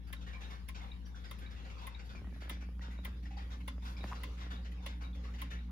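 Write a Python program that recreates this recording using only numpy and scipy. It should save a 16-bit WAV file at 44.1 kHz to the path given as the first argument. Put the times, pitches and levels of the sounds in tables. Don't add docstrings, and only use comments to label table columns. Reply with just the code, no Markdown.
import sys
import numpy as np
from scipy import signal
from scipy.fft import rfft, irfft, next_fast_len
from scipy.io import wavfile
from scipy.ndimage import uniform_filter1d, map_coordinates

SR = 44100
rng = np.random.default_rng(int(sys.argv[2]) if len(sys.argv) > 2 else 0)


def persist_wave(psi):
    counts = np.round(np.clip(psi, -1, 1) * 32767).astype(np.int16)
    wavfile.write(sys.argv[1], SR, np.atleast_2d(counts).T)


N = 251811

# start_s, steel_db, case_low_db, case_middle_db, case_high_db, backboard_db
NEAR_TICKS = [(0.1275, -44, -63, -59, -60.5, -64), (0.6867, -47, -64, -61.5, -64.5, -66),
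              (1.3112, -46.5, -61, -65.5, -64, -72), (1.8687, -45.5, -59.5, -59, -65.5, -66),
              (2.4951, -42.5, -61, -58.5, -56.5, -64), (3.0493, -44.5, -62, -57, -61, -54),
              (3.678, -47.5, -57, -58.5, -59, -43), (4.234, -45.5, -61, -59, -60, -49),
              (4.8617, -47, -59.5, -59.5, -56, -50), (5.4161, -46.5, -58, -58.5, -60, -49)]
# treble_db, plate_db, case_low_delay_s, backboard_delay_s
CATCHES = [(0.7, 8.5, .001, .022), (4, -1, .0025, 0.0041)]
# pitch_hz, level_db, fade_s
STEEL_TONES = [(8900, -30, .015), (10440, -3, 0.022), (10680, -3, 0.034), (10750, 0.5, 0.032),
               (10870, -6.5, 0.035), (11060, -15, 0.038), (12600, -10, .015), (14500, -3, 0.017),
               (15000, 0, 0.023), (15400, 1, 0.022), (15700, -5, .02), (15800, -11, .015)]
CASE_TONES = [(570, -7, .04), (880, -6, .035), (1040, 0, .04), (1100, -2, .035), (1250, -5, .03),
              (1750, -5, .03), (1980, -1, .04), (2100, 0, .045), (2350, -5, .03), (2830, -4, .025),
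              (3150, -7, .025), (3480, -1, .022), (3750, -8, .025)]
PLATE_TONES = [(3450, 1, .03), (3570, -2, .025)]
KNOCK_TONES = [(2050, 11, .04), (1950, 5, .03)]
BACKBOARD_TONES = [(247, -2, 0.2), (268, 0, .17), (290, -2, 0.12)]
# start_s, high_db, pan_db, echo_db, low_db
NEIGHBOUR_PINGS = [(0.165, -50, -2.1, -64, -66), (0.4352, -60, 3, -49, -62), (0.916, -43, 2, -54, -52),
                   (1.462, -47, -2.1, -55, -51.5), (1.947, -44, 7, -52, -50), (2.977, -57, -1.5, -52, -59),
                   (3.5043, -66, 0.1, -52, -68), (4.007, -50, 2.1, -46, -50), (4.563, -56, 13, -52, -58),
                   (5.038, -55, 9, -49.5, -48), (5.5878, -56, 8, -55, -58)]
# pitch_hz, level_db, fade_s
PING_HIGH_TONES = [(3740, -3, .026), (3860, -3, .026), (3790, -18, .12)]
PING_LOW_TONES = [(2300, -0.5, 0.048), (2390, -6, 0.043)]
# first_s, period_s, low_hz, high_hz, treble_db, fade_s, ring_db, levels_db (per tick)
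FAR_CLOCKS = [(0.266, 1.0345, 1900, 3800, -24, 0.44, 14, [-50.5, -57, -60, -51.5, -50, -62]),
              (0.747, 1.0345, 1510, 3800, -27.5, 0.43, 11.5, [-49.5, -52, -51.5, -48.5, -53.5]),
              (0.330, 0.9105, 1500, 3800, -27, 0.23, 7, [-51.5, -49, -52.5, -57, -51, -53]),
              (0.790, 0.9095, 1500, 2700, -24, 0.21, 2, [-61, -51.5, -50, -51, -63, -51]),
              (0.503, 1.0005, 1750, 3620, -21, 0.36, 13.5, [-48.5, -53.5, -49.5, -52.5, -46.5, -46]),
              (0.811, 1.003, 946, 3570, -21, 0.7, 23, [-55, -52.5, -58.5, -55, -56]),
              (0.407, 0.999, 1690, 3600, -21.5, 0.53, 10, [-50.5, -53, -51, -62.5, -58, -57.5]),
              (0.070, 0.990, 1600, 4650, -11.5, 0.29, 19, [-57, -59, -59, -56, -53, -58]),
              (0.209, 0.9415, 1400, 3500, -24, 0.38, 16.5, [-55, -54, -52.5, -55, -60, -71])]
# start_s, level_db, low_hz, treble_db, fade_s
LONE_TICKS_AND_RUSTLES = [(0.682, -49, 2100, -25, .1), (1.387, -47.5, 1140, -7, 0.077),
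                          (1.561, -57.5, 1920, -34, 0.98), (1.651, -50, 800, -29, 0.16),
                          (1.992, -47.5, 2180, -34, 0.13), (2.907, -57.5, 2030, -16, 0.57),
                          (3.227, -57, 710, -17, 0.26), (3.255, -52, 1910, -29, 0.16),
                          (3.306, -55, 750, -29, 0.3), (3.606, -48.5, 2170, -18, 0.075),
                          (4.07, -50.5, 1020, -27, 0.59), (4.15, -46, 760, -28, 0.16),
                          (4.201, -55, 2370, -25, 0.22), (4.374, -55, 1820, -21, 0.51),
                          (4.648, -49.5, 1810, -34, 0.19), (4.718, -49, 2040, -11, 0.068),
                          (5.009, -49.5, 800, -27, 0.34), (5.149, -53, 2100, -15, 0.12),
                          (5.238, -53, 2640, -28, 0.3), (5.385, -49.5, 1800, -22, 0.32)]
# pitch_hz, level_db
FAR_TICK_COLOUR = [(210, -43), (350, -8.5), (558, -4.5), (647, -8.5), (749, -4.5), (952, -9), (3480, -12.5),
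                   (6600, -16), (8500, -30.5), (11000, -84), (18700, -120)]
TREBLE_COLOUR = [(5000, -45), (8500, -19), (9680, -4.5), (11900, -5.5), (12900, -8), (13300, -8),
                 (15200, -15), (16200, -28), (16500, -51)]
# start_s, level_db, pitch_hz, fade_scale_s
FAR_TICK_RINGS = [(0.082, -59, 1600, .06), (0.265, -55, 1850, .08), (0.335, -51, 2320, 0.14),
                  (0.35, -52, 1040, 0.14), (0.408, -50, 1840, .08), (0.504, -52, 1510, .06),
                  (0.52, -58, 1770, 0.073), (0.747, -50, 2330, .06), (0.75, -53, 4500, .07),
                  (0.807, -51, 2100, 0.086), (0.812, -48, 800, 0.084), (1.053, -59, 5620, 0.11),
                  (1.055, -60, 4650, .08), (1.058, -60, 3020, .07), (1.062, -54, 1690, 0.069),
                  (1.145, -51, 1490, .06), (1.242, -50, 2210, 0.078), (1.243, -55, 4900, 0.088),
                  (1.296, -50, 4570, 0.053), (1.412, -56, 1610, .05), (1.561, -53, 1940, .06),
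                  (1.643, -52, 4080, .05), (1.7, -51, 2300, 0.078), (1.782, -51, 4580, 0.041),
                  (1.84, -54, 950, .07), (1.992, -54, 2290, .06), (2.062, -55, 1640, .05),
                  (2.088, -54, 3530, 0.088), (2.153, -47, 2340, 0.069), (2.245, -55, 1920, .08),
                  (2.608, -53, 2295, 0.1), (2.81, -52, 1890, 0.093), (2.845, -53, 1650, .07),
                  (2.905, -51, 2000, 0.11), (3.255, -49, 1880, .04), (3.307, -51, 787, 0.14),
                  (3.368, -52, 4700, 0.075), (3.368, -65, 1990, 0.089), (3.37, -46.5, 816, 0.095),
                  (3.5, -54, 1510, 0.092), (3.52, -51, 3700, .06), (3.606, -51, 2150, 0.054),
                  (3.824, -57, 3640, .05), (3.966, -47, 2350, 0.067), (3.966, -51, 5020, 0.055),
                  (4.404, -56, 1830, 0.057), (4.425, -55, 2700, .05), (4.505, -53, 1950, .06),
                  (4.53, -51, 3400, 0.066), (4.66, -52, 1940, 0.077), (4.718, -54, 1950, .07),
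                  (5.009, -54, 2530, 0.06), (5.13, -55, 3500, 0.092), (5.338, -54, 2820, 0.078),
                  (5.36, -54, 4650, 0.06), (5.405, -52, 2000, .04), (5.507, -56, 1930, 0.063)]
# start_s, push_db, grit_db
SLIPS = [(0.102, -48.5, -54.5), (2.148, -46, -51), (2.19, -51, -60), (2.215, -45.5, -56), (2.243, -49, -53),
         (2.27, -49, -51.5), (2.292, -56, -60), (2.324, -51, -56), (2.361, -47, -56), (2.42, -46, -49),
         (2.455, -47, -51), (2.478, -51, -53), (2.509, -38, -49), (2.569, -46.5, -55), (2.624, -47, -54),
         (2.687, -46, -56.5), (2.793, -52, -51.5), (2.881, -45, -49), (2.987, -43, -51), (3.075, -45, -51),
         (3.779, -48, -53.5), (4.004, -43.5, -58), (4.034, -48, -48), (4.04, -33.5, -38), (4.059, -45, -52),
         (4.463, -44, -49)]
# pitch_hz, level_db, fade_s
SHELL_TONES = [(292, -5, 0.026), (440, -6, 0.03), (590, -4, 0.035)]
# start_s, level_db, pitch_hz, click_db
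CAMERA_TAPS = [(4.113, -45, 900, -25), (4.1167, -38, 1000, -22), (4.124, -30.5, 1195, -24),
               (4.1315, -36, 1080, 3), (4.143, -43, 1100, -20)]
# start_s, length_s, level_db
HAND_SLIDES = [(3.813, 0.15, -65.5), (4.028, 0.15, -68.5)]
# time_s, hum_db, drone_db, rumble_db
BASS_LEVELS = [(0, -46.5, -61.5, -56.5), (2.1, -48, -65.5, -58), (2.6, -43.5, -59.5, -55.5),
               (3.5, -43, -58, -53), (5.71, -43, -57, -56)]
# time_s, centred (0 to 1), rumble_alike_on_both_sides (0 to 1)
BASS_CENTRING = [(0, 0, 0), (2.05, 0, 0), (2.3, 1, 0), (2.55, 1, .2), (2.85, 1, 1), (5.71, 1, 1)]
# pitch_hz, level_db, waver_db
HUM_TONES = [(59.13, 1, 0.3), (46.4, -21.5, 2.5), (118.3, -20.5, 1.9), (177.2, -22.5, 2.5),
             (296.2, -31.5, 2.5)]
DRONE_TONES = [(185.45, 0, 1.8), (236.9, -9, 4.5), (282.5, -13, 4.5)]
# pitch_hz, level_db
RUMBLE_COLOUR = [(20, -30), (33, -8), (45, -3.5), (62, 1), (72, 6), (90, -1), (130, -6), (160, -4.5),
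                 (210, -6.5), (300, -12), (360, -20), (500, -28), (1000, -120)]
# time_s, boost_db; then the half width of a swell
SWELLS, SWELL_S = [(1.5, 3.9), (2.22, 7)], 0.14
# start_s, level_db, pitch_hz
SOFT_THUMPS = [(0.72, -58, 272), (1.19, -58, 237), (1.29, -60, 425), (2.89, -54, 235), (3.19, -55, 285),
               (3.28, -51, 240), (3.44, -50, 85), (3.99, -48, 105), (4.5, -52, 268), (4.99, -55, 258)]
# pitch_hz, level_db
ROOM_COLOUR = [(210, -53), (350, 2), (541, 4), (636, -12), (747, -1.5), (1900, -7.5), (3740, -10),
               (7370, -22), (8520, -34.5), (9690, -23.5), (11600, -18.5), (13200, -54), (15500, -19),
               (16500, -69)]
# pitch_hz, depth_db
ROOM_PATCHES = [(500, 2), (1200, 4.5), (5000, 4.5), (9000, 1.5)]
# time_s, level_db
BLUR_LEVELS = [(0.0, -74.5), (0.11, -73.5), (0.27, -64.5), (0.37, -64), (0.92, -69), (1.14, -68.5),
               (1.43, -64), (1.97, -63.5), (2.15, -67), (2.81, -70.5), (2.96, -66.5), (3.15, -69),
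               (3.82, -68.5), (4.05, -61.5), (4.83, -70), (5.47, -65.5), (5.61, -69), (5.71, -70.5)]
HISS_LEVELS = [(0.0, -85), (0.33, -83), (0.56, -85), (2.64, -84), (3.62, -85), (4.01, -82), (4.82, -85),
               (5.37, -84), (5.71, -87)]
# pitch_hz, fade_s
ECHO_FADES = [(500, 0.25), (2000, 0.16), (6000, 0.26), (12000, 0.05), (15500, 0.079)]

DETUNE = 0.0084
BRIGHTEN_DB_PER_S = 1
FAR_PAN_DB, TURN_DB_PER_S = -0.5, .5
LONE_HIGH_HZ, LONE_RING_DB = 2800, 7.5
PUSH_END_HZ, PUSH_EXTRA_CYCLES, PUSH_FALL_S, PUSH_DELAY_S = 190, 2.4, .0019, 0.001504
HISS_FROM_HZ, TOP_HZ = 8500, 16600


def near_clock():
    out, t = np.zeros((2, N)), np.arange(SR // 8) / SR
    for k, (start_s, steel_db, low_db, middle_db, high_db, boom_db) in enumerate(NEAR_TICKS):
        treble_db, plate_db, low_delay_s, boom_delay_s = CATCHES[k % 2]
        steel = gain(steel_db - 8) * steel_strike(t, treble_db - 2.5 + BRIGHTEN_DB_PER_S * start_s)
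        case = wooden_case(t, low_db, middle_db, high_db, plate_db, low_delay_s)
        boom = gain(boom_db) * ring(BACKBOARD_TONES, t, scatter_db=2, rise_s=0.0081)
        boom *= np.hanning(2 * len(t))[len(t):]
        add(out, start_s - .001, steel + case)
        add(out, start_s + boom_delay_s, boom[None])
        add(out, start_s + 0.0064, gain(-10.5) * echo(steel) + gain(-11) * echo(case))
    return out


def steel_strike(t, treble_db):
    noise = rng.standard_normal(len(t))
    crack = filtered(noise, lambda f: resonance(f, 10770, 2000) - 0.2 * resonance(f, 14000, 3600))
    crack *= gain(14.5) * fade(t, 0.036) * rise(t, 0.0013)
    strike = ring(detuned(STEEL_TONES), t, scatter_db=4.5, rise_s=0.001) + crack
    bounce = filtered(strike, lambda f: resonance(f, 10900, 1200))
    strike += gain(-10) * np.roll(bounce, round(.007 * SR))
    strike = filtered(strike, lambda f: gain(at_pitch([(12500, 0), (13500, treble_db)], f)))
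    return np.array([np.roll(strike, 8), strike])


def wooden_case(t, low_db, middle_db, high_db, plate_db, low_delay_s):
    short_t = t[:SR // 40]
    rattle = rng.standard_normal((2, len(short_t))) * fade(short_t, .022) * rise(short_t, 0.0015)
    rattle[:, 20] += 1.8 * np.abs(rattle).max()
    tones = ring(detuned(CASE_TONES), t, scatter_db=3, rise_s=0.0022)
    wood = signal.fftconvolve(tones[None], rattle, axes=1)[:, :len(t)]
    clack = filtered(rng.standard_normal((2, len(t))), lambda f: resonance(f, 2040, 2600) ** 2)
    clack *= fade(t, 0.084) * rise(t, 0.0041)
    blow = normalised(wood) + gain(-6) * normalised(clack)
    bands = [(200, 1500, low_db, low_delay_s), (1500, 2550, middle_db, 0), (2550, 8000, high_db, 0)]
    case = 0
    for from_hz, to_hz, share_db, delay_s in bands:
        band = filtered(blow, lambda f: ((f >= from_hz) & (f < to_hz)) * np.exp(-2j * np.pi * f * delay_s))
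        case += gain(share_db) * normalised(band)
    for part, level_db, rise_s in (PLATE_TONES, high_db + plate_db, 0.0026), (KNOCK_TONES, middle_db, 0.0012):
        case += gain(level_db) * np.array([ring(part, t, 1.5, rise_s) for side in range(2)])
    return case * pan(0.85)[:, None]


def neighbour_clock():
    out, t = np.zeros((2, N)), np.arange(SR // 5) / SR
    for start_s, high_db, pan_db, echo_db, low_db in NEIGHBOUR_PINGS:
        high = 0
        for k, (hz, level_db, fade_s) in enumerate(PING_HIGH_TONES):
            strength = gain(level_db + rng.normal()) * fade(t, fade_s)
            high += strength * np.sin(2 * np.pi * (hz * t + k / 2 + 0.054 * rng.normal()))
        high *= gain(high_db + 4.5) * rise(t, 0.0023)
        low = gain(low_db) * ring(PING_LOW_TONES, t, scatter_db=1, rise_s=0.0017)
        add(out, start_s, (high + low) * pan(pan_db)[:, None])
        add(out, start_s + 0.006, gain(echo_db - high_db) * echo(high) + gain(-3) * echo(low))
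    return out


def far_clocks():
    out, t = np.zeros((2, N)), np.arange(SR // 3) / SR
    events = [(first_s + k * period_s, level_db, *voice)
              for first_s, period_s, *voice, levels_db in FAR_CLOCKS
              for k, level_db in enumerate(levels_db)]
    events += [(start_s, level_db, low_hz, LONE_HIGH_HZ, treble_db, fade_s, LONE_RING_DB)
               for start_s, level_db, low_hz, treble_db, fade_s in LONE_TICKS_AND_RUSTLES]
    for start_s, level_db, low_hz, high_hz, treble_db, fade_s, ring_db in events:
        weak_hz = np.exp(rng.uniform(np.log(1000), np.log(6700), size=6))

        def colour(f):
            strong = gain(ring_db) * (abs(resonance(f, low_hz, 45)) + abs(resonance(f, high_hz, 61)))
            weak = 3 * sum(abs(resonance(f, hz, 46)) for hz in weak_hz)
            return gain(at_pitch(FAR_TICK_COLOUR, f)) * (1 + strong + weak)

        noise = rng.standard_normal((2, len(t)))
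        noise[1] = .6 * np.roll(noise[0], 18) + .8 * noise[1]
        rush = normalised(filtered(noise, colour))
        rush += gain(treble_db) * normalised(filtered(noise, lambda f: gain(at_pitch(TREBLE_COLOUR, f))))
        rush += (fade(t, .5) - 1) * filtered(rush, lambda f: 1 / (1 + (3500 / (f + 1)) ** 4))
        rush *= gain(level_db + 1.5) * fade(t, np.clip(fade_s, .05, .9)) * rise(t, 0.012)
        add(out, start_s - .003, rush * pan(FAR_PAN_DB + TURN_DB_PER_S * start_s)[:, None])
    return out


def far_tick_rings():
    out, t = np.zeros((2, N)), np.arange(SR // 8) / SR
    for start_s, level_db, hz, scale_s in FAR_TICK_RINGS:
        tones = [(hz, 0, 0.5 * scale_s), (1.04 * hz, -4, 0.48 * scale_s),
                 (0.95 * hz, -5, 0.34 * scale_s), (1.11 * hz, -8, 0.3 * scale_s)]
        direct = ring(tones, t, scatter_db=2.5, rise_s=0.0024)
        delays_s = rng.uniform(.003, .06, (2, 18))
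        bounces = gain(-2.5) * fade(delays_s, 2.8 * scale_s) * rng.choice([-1, 1], delays_s.shape)
        paths = np.zeros((2, SR // 16))
        paths[:, 0] = 1
        paths[[[0], [1]], (delays_s * SR).astype(int)] = bounces
        paths /= np.linalg.norm(paths, axis=1, keepdims=True)
        add(out, start_s, gain(level_db + 3) * signal.fftconvolve(direct[None], paths, axes=1))
    return out


def camera_creaks():
    out, t = np.zeros((2, N)), np.arange(SR // 8) / SR
    delay = round(PUSH_DELAY_S * SR)
    cycles = PUSH_END_HZ * t + PUSH_EXTRA_CYCLES * (1 - np.exp(-t / PUSH_FALL_S))
    push = gain(3) * np.sin(2 * np.pi * cycles) * fade(t, 0.046) * rise(t, 0.0042)
    for start_s, push_db, grit_db in SLIPS:
        knock = gain(-5.5) * ring(SHELL_TONES, t, scatter_db=3.5, rise_s=0.0044)
        noise = rng.standard_normal((3, len(t)))
        grit = normalised(filtered(noise[:2] + 0.81 * noise[2], lambda f: resonance(f, 1260, 2100) ** 2))
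        grit *= (gain(-2) * fade(t, 0.013) + gain(-11.5) * fade(t, 0.12)) * rise(t, 0.00093)
        grit += gain(5) * np.roll(click(t, 1200, 1500), delay)
        creak = gain(push_db) * np.roll(push + knock, delay) + gain(grit_db) * grit
        add(out, start_s, muffled(creak, 2800))
    return out


def camera_taps():
    out, t = np.zeros((2, N)), np.arange(SR // 8) / SR
    for start_s, level_db, hz, click_db in CAMERA_TAPS:
        tones = [(hz, 0, .022), (0.8 * hz, -4, .02), (1.23 * hz, -6, .015)]
        knock = ring(tones, t, scatter_db=0.2, rise_s=0.0011) * pan(1.5)[:, None]
        edge = gain(click_db) * muffled(click(t, 1600, 2200), 3600)
        add(out, start_s, gain(level_db) * (knock + edge))
    return out


def hand_slides():
    out = np.zeros((2, N))
    for start_s, length_s, level_db in HAND_SLIDES:
        hiss = filtered(rng.standard_normal((2, round(length_s * SR))),
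                        lambda f: gain(at_pitch(TREBLE_COLOUR, f)) + 1.5 * abs(resonance(f, 5600, 2500)) ** 2)
        add(out, start_s, gain(level_db) * normalised(hiss) * np.hanning(hiss.shape[1]) ** .5)
    return out


def hum_and_rumble():
    t = np.arange(N) / SR
    hum_db, drone_db, rumble_db = over_time(BASS_LEVELS)
    swell_db = sum(boost_db * np.exp(-((t - time_s) / SWELL_S) ** 2) for time_s, boost_db in SWELLS)
    leftness, width = 1 - np.array(over_time(BASS_CENTRING))
    middle, side = rng.standard_normal((2, N))
    noise = middle + 0.36 * width * side * [[1], [-1]]
    rumble = normalised(filtered(noise, lambda f: gain(at_pitch(RUMBLE_COLOUR, f))))
    rumble *= gain(rumble_db + swell_db + wobble(8.6))
    hum = gain(hum_db) * wavering(HUM_TONES, .5 * leftness)
    drone = gain(drone_db) * wavering(DRONE_TONES, .5 * leftness)
    return pan(4.4 * leftness) * hum + pan(2 * leftness) * (drone + rumble)


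def soft_thumps():
    out, t = np.zeros((2, N)), np.arange(round(.13 * SR)) / SR
    for start_s, level_db, hz in SOFT_THUMPS:
        thump = ring([(hz, 0, .5), (1.07 * hz, -7, .4)], t, scatter_db=1, rise_s=.002)
        add(out, start_s, gain(level_db) * thump[None] * np.hanning(len(t)))
    return out


def room_noise():
    hz, _, spectrum = signal.stft(rng.standard_normal((2, N)), SR, nperseg=512)
    patches = uniform_filter1d(rng.standard_normal(spectrum.shape[1:]), 4, axis=0)
    patches = normalised(uniform_filter1d(patches, 10, axis=1))
    spectrum *= gain(at_pitch(ROOM_PATCHES, hz)[:, None] * patches)
    noise = signal.istft(spectrum, nperseg=512)[1][:, :N]
    noise += filtered(noise[::-1] - noise, lambda f: .5 / (1 + (f / 450) ** 4))
    blur = filtered(noise, lambda f: gain(at_pitch(ROOM_COLOUR, f)) * (f <= HISS_FROM_HZ))
    hiss = filtered(noise, lambda f: gain(at_pitch(ROOM_COLOUR, f)) * (f > HISS_FROM_HZ))
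    blur_db = over_time(BLUR_LEVELS)[0] + 2.5 + 2.2 * wobble(7)
    hiss_db = over_time(HISS_LEVELS)[0] + 1.5 + 1.6 * wobble(7)
    return gain(blur_db) * normalised(blur) + gain(hiss_db) * normalised(hiss)


def echo(sound):
    hz, t, spectrum = signal.stft(rng.standard_normal((2, SR // 3)), SR, nperseg=256)
    tail = signal.istft(spectrum * fade(t, at_pitch(ECHO_FADES, hz)[:, None]), SR, nperseg=256)[1]
    return signal.fftconvolve(np.atleast_2d(sound), tail / np.linalg.norm(tail[0]), axes=1)


def ring(tones, t, scatter_db, rise_s):
    sound = 0
    for hz, level_db, fade_s in tones:
        strength = gain(level_db + scatter_db * rng.normal()) * fade(t, fade_s)
        sound += strength * np.sin(2 * np.pi * (hz * t + rng.random()))
    return sound * rise(t, rise_s)


def detuned(tones):
    return [(hz * (1 + DETUNE * rng.normal()), level_db, fade_s) for hz, level_db, fade_s in tones]


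def wavering(tones, lead_rad):
    t, offsets = np.arange(N) / SR, np.array([lead_rad / 2, -lead_rad / 2])
    sound = 0
    for hz, level_db, waver_db in tones:
        strength = gain(level_db + waver_db * wobble(9))
        sound += strength * np.sin(2 * np.pi * hz * t + 0.26 * waver_db * wobble(6.8) + offsets)
    return np.sqrt(2) * sound


def click(t, hz, width_hz):
    pulse = filtered((t == 0) * 1., lambda f: resonance(f, hz, width_hz) ** 2)
    return pulse / np.abs(pulse).max()


def gain(db):
    return 10 ** (np.asarray(db) / 20)


def fade(t, fade_s):
    return gain(-60 * t / fade_s)


def rise(t, rise_s):
    return 1 - np.exp(-t / rise_s)


def normalised(sound):
    return sound / np.sqrt(np.mean(sound ** 2) + 1e-20)


def at_pitch(table, hz):
    pitches, values = np.transpose(table)
    return np.interp(np.log(hz + 1), np.log(pitches + 1), values)


def over_time(table):
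    times, *columns = np.transpose(table)
    return [np.interp(np.arange(N) / SR, times, column) for column in columns]


def wobble(rate_hz):
    return map_coordinates(rng.standard_normal(int(N * rate_hz / SR) + 4), [np.arange(N) * rate_hz / SR])


def filtered(sound, response):
    size = next_fast_len(sound.shape[-1] + 4096)
    spectrum = rfft(sound, size) * response(np.fft.rfftfreq(size, 1 / SR))
    return irfft(spectrum, size)[..., :sound.shape[-1]]


def muffled(sound, hz):
    return filtered(sound, lambda f: 1 / (1 + 1j * f / hz) ** 2)


def resonance(f, hz, width_hz):
    return 1j * f * width_hz / (hz * hz - f * f + 1j * f * width_hz)


def pan(pan_db):
    return gain(np.array([pan_db / 2, -pan_db / 2]))


def add(track, start_s, sound):
    part = track[:, round(start_s * SR):][:, :sound.shape[1]]
    part += sound[:, :part.shape[1]]


def scene():
    clocks = near_clock() + neighbour_clock() + far_clocks() + far_tick_rings()
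    knocks = camera_creaks() + camera_taps()
    return clocks + knocks + hum_and_rumble() + soft_thumps() + room_noise() + hand_slides()


def record(dry):
    return filtered(dry, lambda hz: hz < TOP_HZ)


dry = scene()
out = record(dry)
persist_wave(out)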